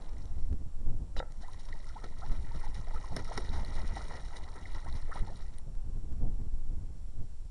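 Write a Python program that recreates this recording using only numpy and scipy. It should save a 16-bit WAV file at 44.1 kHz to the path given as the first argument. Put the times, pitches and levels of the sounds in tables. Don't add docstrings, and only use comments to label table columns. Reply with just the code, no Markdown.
import sys
import numpy as np
from scipy import signal
from scipy.fft import rfft, irfft
from scipy.io import wavfile
from scipy.ndimage import map_coordinates

SR = 44100
rng = np.random.default_rng(int(sys.argv[2]) if len(sys.argv) > 2 else 0)


def file_out(sig):
    cols = np.atleast_2d(sig).T
    lim = np.clip(cols, -1, 1)
    pcm = np.round(lim * 32767).astype(np.int16)
    wavfile.write(sys.argv[1], SR, pcm)


N = 331014
TIME = np.arange(N) / SR


def amp(db):
    return 10 ** (np.asarray(db) / 20)


def unit(x):
    return x / np.sqrt(np.mean(x ** 2) + 1e-20)


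def level_curve(rows, outside_db=None):
    times, db = np.transpose(rows)
    return amp(np.interp(TIME, times, db, outside_db, outside_db))


def swell(t, rise_s, fall_s):
    return np.exp(np.minimum(t / rise_s, -t / fall_s))


def wander(per_s):
    points = rng.standard_normal(4000)
    return unit(map_coordinates(points, [TIME * per_s], order=2, mode="wrap"))


def colour(x, tone):
    size = 16384
    hz, db = np.transpose(tone)
    grid = np.maximum(np.fft.rfftfreq(size, 1 / SR), 1)
    level = np.interp(np.log(grid), np.log(hz), db) - 18 * np.maximum(np.log2(grid / hz[-1]), 0)
    cepstrum = irfft(np.log(amp(level)))[:size // 2]
    cepstrum[1:] *= 2
    response = irfft(np.exp(rfft(cepstrum, size)))
    return signal.fftconvolve(x, response)[:N]


def noise(tone):
    return unit(colour(rng.standard_normal(N), tone))


def ring(clicks, hz, ring_s):
    keep, turn = amp(-60 / (ring_s * SR)), 2 * np.pi * hz / SR
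    return signal.lfilter([0, np.sin(turn)], [1, -2 * keep * np.cos(turn), keep * keep], clicks + 1e-18)


def add(track, s, sound):
    i = max(int(s * SR), 0)
    track[i:i + len(sound)] += sound[:N - i]


def pool_echo(x, ring_s, echo_db):
    t = TIME[:SR // 6]
    tail = rng.standard_normal(len(t)) * amp(-60 * t / ring_s) * (t > .002)
    return x + amp(echo_db) * signal.fftconvolve(x, tail / np.linalg.norm(tail))[:N]


# f/Hz, width/Hz, gain/dB
CASE_BANDS = [(893, 290, 8.5), (1157, 57, -5.5), (1326, 170, 8), (1660, 220, -9), (1910, 720, 19.5),
              (2610, 268, -19), (3004, 220, 5.5), (3900, 1080, 13), (5527, 540, 9), (7830, 660, -10),
              (9200, 1040, 12.5)]

def camera_case(x):
    for hz, width, db in CASE_BANDS:
        turn, gain = 2 * np.pi * hz / SR, amp(db / 2)
        band, middle = np.sin(turn) * width / (2 * hz), -2 * np.cos(turn)
        top = [1 + band * gain, middle, 1 - band * gain]
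        bottom = [1 + band / gain, middle, 1 - band / gain]
        x = signal.lfilter(top, bottom, x)
    return x


# t/s, level/dB
BREEZE_LEVELS = [(0, -55.5), (.5, -67), (5.6, -65.5), (7.5, -72)]
# f/Hz, level/dB
BREEZE_TONE = [(150, 4.5), (850, 2), (1400, -7.5)]
HISS_TONE = [(100, -3), (1300, 3), (3000, 1.5), (9500, 2), (11500, -11.5)]
# f/Hz, level/dB
WHINE_NOTES = [(4199, -92), (5599, -83.5), (6202, -104), (7400, -83), (10524, -91)]

def background(hiss_db=-72.5, waver=0.53):
    breeze = level_curve(BREEZE_LEVELS) * noise(BREEZE_TONE)
    whine = sum(amp(db) * np.sqrt(2) * np.sin(2 * np.pi * hz * TIME + waver * wander(39))
                for hz, db in WHINE_NOTES)
    return breeze + amp(hiss_db) * noise(HISS_TONE) + whine


# t/s, level/dB
WIND_LEVELS = [(0.0, -54), (0.3, -48), (0.5, -43), (0.74, -52), (0.9, -38.5), (1.28, -56.5), (1.4, -55.5),
               (1.99, -54.5), (2.3, -48.5), (2.75, -49.5), (3.32, -54.5), (3.51, -42.5), (3.75, -41.5),
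               (4.18, -52.5), (4.65, -54), (4.88, -49), (5.05, -52.5), (5.54, -54), (5.9, -47.5),
               (6.21, -40), (6.45, -47), (6.7, -45.5), (7.51, -60)]
# f/Hz, level/dB
RUMBLE_TONE = [(5, 1.5), (14, 9.5), (30, -5.5), (50, -10), (80, -22.5), (250, -69)]
FLUTTER_TONE = [(25, -14), (60, 3.5), (90, -2.5), (130, -8.5), (300, -20.5), (550, -33.5), (900, -39)]

def wind(rumble_db=0.5, flutter_db=3.0, gustiness_db=1.0, swirl_db=4.0):
    gust = level_curve(WIND_LEVELS) * amp(gustiness_db * wander(per_s=15))
    rumble = noise(RUMBLE_TONE)
    flutter = unit(noise(FLUTTER_TONE) * amp(swirl_db * wander(per_s=45)))
    return amp(rumble_db) * gust ** 0.65 * rumble + amp(flutter_db) * gust * flutter


# t/s, push level/dB, swirl level/dB, swirl fade/s
AIR_PUFFS = [(0.436, -21, -67, 0.08), (0.87, -22, -44, 0.13), (1.182, -23, -41, 0.022),
             (2.312, -17.5, -40.5, 0.035), (3.131, -33, -38.5, 0.089), (3.5, -23.5, -46, 0.14),
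             (5.215, -17, -43, 0.082), (5.677, -51, -45, 0.033), (6.226, -25, -35, 0.046),
             (6.701, -31, -47.5, 0.04), (7.21, -32, -43.5, 0.026)]
# f/Hz, level/dB
SWIRL_TONE = [(40, 2.5), (110, 15), (300, -2), (700, -11.5), (1500, -41)]

def puffs(push_s=0.0079, rise_s=0.012):
    pushes, swirls = 0, 0
    for s, push_db, swirl_db, fade_s in AIR_PUFFS:
        t = TIME - s
        pushes += amp(push_db) * np.exp(-(t / push_s) ** 2)
        swirls += amp(swirl_db) * swell(t, rise_s, fade_s)
    return pushes + swirls * noise(SWIRL_TONE)


# t/s, level/dB
DRY_TICKS = [(0.135, -49), (.529, -39.5), (5.753, -46), (6.126, -46), (6.415, -49)]

def ticks(fade_s=0.00025):
    out = np.zeros(N)
    for s, db in DRY_TICKS:
        add(out, s, amp(db) * np.exp(-TIME[:SR // 100] / fade_s))
    return out


# t/s, f/Hz, level/dB
BIG_DROPS = [(.256, 5950, -55.5), (1.322, 6700, -55), (1.482, 6660, -54.5), (1.533, 5770, -57),
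             (1.726, 4110, -58), (1.89, 5360, -53.5), (2.746, 5300, -50), (3.165, 5360, -34.5),
             (3.247, 5400, -50), (3.377, 5300, -38), (3.492, 3900, -47), (3.649, 4250, -45.5),
             (3.956, 3860, -54), (4.083, 3890, -54.5), (4.927, 4100, -50.5), (5.193, 3600, -58),
             (5.194, 9200, -55), (5.359, 4060, -57), (5.585, 9370, -48.5)]

def drops(rise_s=0.00039, fade_s=0.00042, tick_share=0.64):
    out, t = np.zeros(N), TIME[:SR // 25] - TIME[SR // 100]
    for s, hz, db in BIG_DROPS:
        plink = np.sin(2 * np.pi * hz * t) + tick_share * rng.standard_normal(len(t))
        add(out, s + t[0], amp(db) * plink * swell(t, rise_s, fade_s))
    return out


# t/s, level/dB, fade/s
WATER_SLAPS = [(1.414, -57, 0.0092), (1.689, -50.5, 0.0054), (2.042, -44.5, 0.0057), (2.315, -51, 0.03),
               (2.549, -53.5, 0.009), (3.169, -35.5, 0.0023), (3.378, -34, 0.0053), (3.532, -46.5, 0.05),
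               (4.358, -53, 0.02), (4.75, -46.5, 0.0035), (5.179, -51.5, 0.0093)]
# f/Hz, level/dB
CRACKLE_TONE = [(100, 11), (400, 6.5), (1000, -1), (3000, -19), (6000, -13.5), (12000, -32)]
WHUMP_TONE = [(120, -34), (300, 3.5), (550, -2.5), (1200, -42)]

def slaps(rise_s=0.0034, whump_db=-11, whump_s=0.01):
    burst, closing = np.zeros(N), np.zeros(N)
    t = TIME[:SR // 4] - TIME[SR // 50]
    age = np.maximum(t, 0) / whump_s
    for s, db, fade_s in WATER_SLAPS:
        add(burst, s + t[0], amp(db) * swell(t, rise_s, fade_s))
        add(closing, s + t[0], amp(db + whump_db) * age * np.exp(1 - age))
    return burst * noise(CRACKLE_TONE) + closing * noise(WHUMP_TONE)


def bill_pressure(start_s=1.164, hold_s=0.035, rise_s=0.0013, fade_s=0.007, judder_hz=75):
    t = TIME - start_s
    bite = np.clip(t / rise_s, 0, 1)
    judder = 1 + 0.3 * np.sin(2 * np.pi * judder_hz * t)
    release = np.exp(-np.maximum(t - hold_s, 0) / fade_s)
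    return bite * judder * release


# f/Hz, level/dB, ring time/s
WIRE_NOTES = [(3000, 2.5, 0.012), (3780, 0, 0.063), (3860, 5, 0.032), (4870, 2, 0.008), (6800, -7, 0.031),
              (9200, -25, .015)]

def bill_rasp(level_db=-49.5, slips_per_s=5000, grit=0.84):
    slips = rng.standard_normal(N) * (rng.random(N) < slips_per_s / SR)
    wire = unit(sum(amp(db) * ring(slips, hz, ring_s) for hz, db, ring_s in WIRE_NOTES))
    scrape = grit * unit(camera_case(colour(slips, CRACKLE_TONE)))
    return amp(level_db) * (wire + scrape) * bill_pressure()


# t/s, level/dB, push time/s (half of the whole touch)
BILL_KNOCKS = [(1.165, -39, 0.00013), (1.201, -28, 0.00028), (1.2262, -35.5, 0.00033)]
# f/Hz, level/dB, ring time/s
WALL_NOTES = [(526, -0.5, 0.035), (790, 1.5, 0.018), (950, -7, 0.023), (1330, -3, 0.034), (1940, 5, 0.0085),
              (1900, -14, 0.059), (3740, -6, .012)]

def bill_knocks():
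    blows = np.zeros(N)
    for s, db, push_s in BILL_KNOCKS:
        push = np.hanning(int(2 * push_s * SR) + 3)
        add(blows, s, amp(db) * push / push.sum())
    wall = sum((-1) ** k * amp(db) * ring(blows, hz, ring_s)
               for k, (hz, db, ring_s) in enumerate(WALL_NOTES))
    return pool_echo(wall, ring_s=0.37, echo_db=-14)


def small_gloops(offset_db=-4.5, spread_db=7.0, low_hz=560, high_hz=1700, fade_s=0.049, climb=11000):
    times, effort_db = np.transpose(BATH_EFFORT)
    when, pitch, softness = rng.random((14, 3)).T
    starts = times[0] + (times[-1] - times[0]) * when
    pitches = low_hz * (high_hz / low_hz) ** pitch
    levels = np.interp(starts, times, effort_db) + offset_db - spread_db * (2 * softness - 1)
    return [(s, hz, db, fade_s, climb) for s, hz, db in zip(starts, pitches, levels)]


# t/s, starting f/Hz, level/dB, fade/s, climb/(Hz per s)
BIG_GLOOPS = [(1.43, 693, -53, 0.025, 5000), (1.48, 948, -55, 0.023, 7000),
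              (1.725, 1950, -58.5, 0.013, 5000), (1.958, 716, -49, 0.033, 17000),
              (2.217, 973, -49, 0.023, 26600), (2.225, 668, -47.5, 0.033, 8900),
              (2.512, 856, -52, 0.014, 8000), (2.635, 745, -47, 0.015, 16100),
              (2.662, 800, -47.5, 0.013, 3000), (2.872, 583, -48, 0.024, 10000),
              (2.937, 860, -50.5, 0.021, 5000), (2.96, 1203, -51.5, 0.019, 18000),
              (3.038, 946, -48.5, 0.021, 7000), (3.119, 472, -45.5, 0.018, 26000),
              (3.275, 1270, -54, 0.022, 6000), (3.311, 438, -38.5, 0.013, 54000),
              (3.967, 642, -40, 0.015, 20100), (4.005, 1230, -51.5, 0.014, 7000),
              (4.324, 865, -53, 0.024, 5000), (4.654, 1900, -53.5, 0.0091, 5000),
              (4.86, 697, -48, 0.029, 16100), (5.093, 417, -48, 0.02, 20100),
              (5.114, 1124, -48, 0.026, 16000), (5.117, 1730, -52.5, 0.014, 8000),
              (5.153, 529, -46.5, 0.038, 30200), (5.273, 818, -49.5, 0.02, 4000),
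              (5.291, 472, -46.5, 0.034, 8050)]

def gloops(level_db=-2.5, rise_s=0.00088, fade_db=17, wobble=0.062, roughness=0.49):
    out, t = np.zeros(N), TIME[:SR // 8]
    pitch_wobble = 1 + wobble * wander(per_s=450)
    level_wobble = 1 + roughness * wander(per_s=550)
    for s, start_hz, db, fade_s, climb in list(BIG_GLOOPS) + small_gloops():
        now = int(s * SR) + np.arange(len(t))
        hz = (start_hz + climb * np.minimum(t, 2 * fade_s)) * pitch_wobble[now]
        volume = (1 - np.exp(-t / rise_s)) * amp(db - fade_db * (t / fade_s) ** 2) * level_wobble[now]
        add(out, s, volume * np.sin(2 * np.pi * np.cumsum(hz) / SR))
    return amp(level_db) * out


def bubbles(per_s, low_hz, high_hz, cycles, spread_db, clump_db, pitches=24):
    size = amp(spread_db * np.minimum(rng.exponential(1, N), 4)) * rng.choice([-1, 1], N)
    born = rng.random(N) < per_s * amp(clump_db * wander(per_s=60)) / SR
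    clicks = size / np.sqrt(per_s) * born
    choice = rng.integers(0, pitches, N)
    return sum(ring(clicks * (choice == k), hz, cycles / hz) * np.sqrt(hz / low_hz)
               for k, hz in enumerate(np.geomspace(low_hz, high_hz, pitches)))


# t/s, level/dB, fade/s
FEATHER_SPURTS = [(1.42, -59.5, 0.016), (1.535, -56, 0.0054), (1.597, -58, 0.018), (1.655, -62, 0.025),
                  (1.892, -62, 0.0087), (2.635, -60, 0.0077), (2.748, -58, 0.0097), (3.245, -69, .01),
                  (3.975, -54, 0.028), (4.368, -51.5, 0.013)]
# f/Hz, level/dB
SPRAY_TONE = [(1200, 7), (2500, 12.5), (3300, 9), (6500, 15.5), (10000, 8.5), (12000, -34)]

def spurts(rise_s=0.004):
    shower = sum(amp(db) * swell(TIME - s, rise_s, fade_s) for s, db, fade_s in FEATHER_SPURTS)
    patter = bubbles(per_s=3500, low_hz=2670, high_hz=11300, cycles=12, spread_db=3.0, clump_db=-3.0)
    return shower * unit(camera_case(colour(patter, SPRAY_TONE)))


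def surges(rows, rise_s=0.008, fall_s=0.04):
    out, t = np.zeros(N), TIME[:SR // 2] - TIME[SR // 8]
    for s, share in rows:
        add(out, s + t[0], share * swell(t, rise_s, fall_s))
    return out


# t/s, level/dB
BATH_EFFORT = [(1.299, -71), (1.66, -64.5), (1.92, -61.5), (2.45, -60), (3.02, -59), (3.26, -54),
               (4.12, -54), (4.461, -60), (4.59, -58), (5.06, -60), (5.18, -60), (5.48, -65), (5.6, -70)]
# t/s, extra effort (1 doubles it)
WING_BEATS = [(2.33, 0.44), (2.55, 0.38), (2.75, .9), (2.945, 0.51), (3.17, 0.95), (3.565, 0.64),
              (3.765, 1.3), (3.965, 0.79), (4.125, 0.52), (4.365, 0.65), (4.56, 0.74), (4.755, 0.48),
              (4.965, 1.75), (5.175, 0.99)]

def splashing_effort(offset_db=-2.0, gloop_share=0.25, slosh_db=0.8):
    beats = surges(WING_BEATS)
    froth = surges([(s + fade_s, gloop_share) for s, _, _, fade_s, _ in BIG_GLOOPS])
    slosh = amp(offset_db + slosh_db * wander(per_s=25))
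    return level_curve(BATH_EFFORT, outside_db=-120) * slosh * (1 + beats + froth)


# f/Hz, level/dB
CHURN_TONE = [(100, -12.5), (250, 1.5), (450, 7.5), (1000, 3), (2200, -6), (3000, -3.5), (6000, -33)]

def bathing(churn_db=2.0, spray_db=-15.0, full_effort_db=-54, trickle_db=-69, trickle_s=0.45):
    effort = splashing_effort()
    crowding = np.maximum(effort / amp(full_effort_db), .25)
    churn = bubbles(1900 * crowding, low_hz=232, high_hz=2654, cycles=18.7, spread_db=3.0, clump_db=4.0)
    spray = bubbles(2700 * crowding, low_hz=2235, high_hz=11350, cycles=10, spread_db=4.4, clump_db=3.2)
    churn = pool_echo(churn, ring_s=0.16, echo_db=-19.0)
    spray = pool_echo(spray, ring_s=0.008, echo_db=-4.5)
    churn = unit(camera_case(colour(churn, CHURN_TONE)))
    spray = unit(camera_case(colour(spray, SPRAY_TONE)))
    trickle = amp(trickle_db) * np.exp(-(TIME / trickle_s) ** 2)
    spray_volume = amp(spray_db) * effort ** 0.81 + trickle
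    return amp(churn_db) * effort * churn + spray_volume * spray


def scene():
    splashes = camera_case(pool_echo(gloops() + slaps() + drops(), ring_s=0.13, echo_db=-21.0))
    goose = bathing() + spurts() + splashes + bill_rasp() + bill_knocks()
    return (goose + ticks() + wind() + puffs() + background())[None]


def record(dry):
    return signal.sosfilt(signal.ellip(10, .1, 80, 11500, fs=SR, output="sos"), dry)


dry = scene()
out = record(dry)
file_out(out)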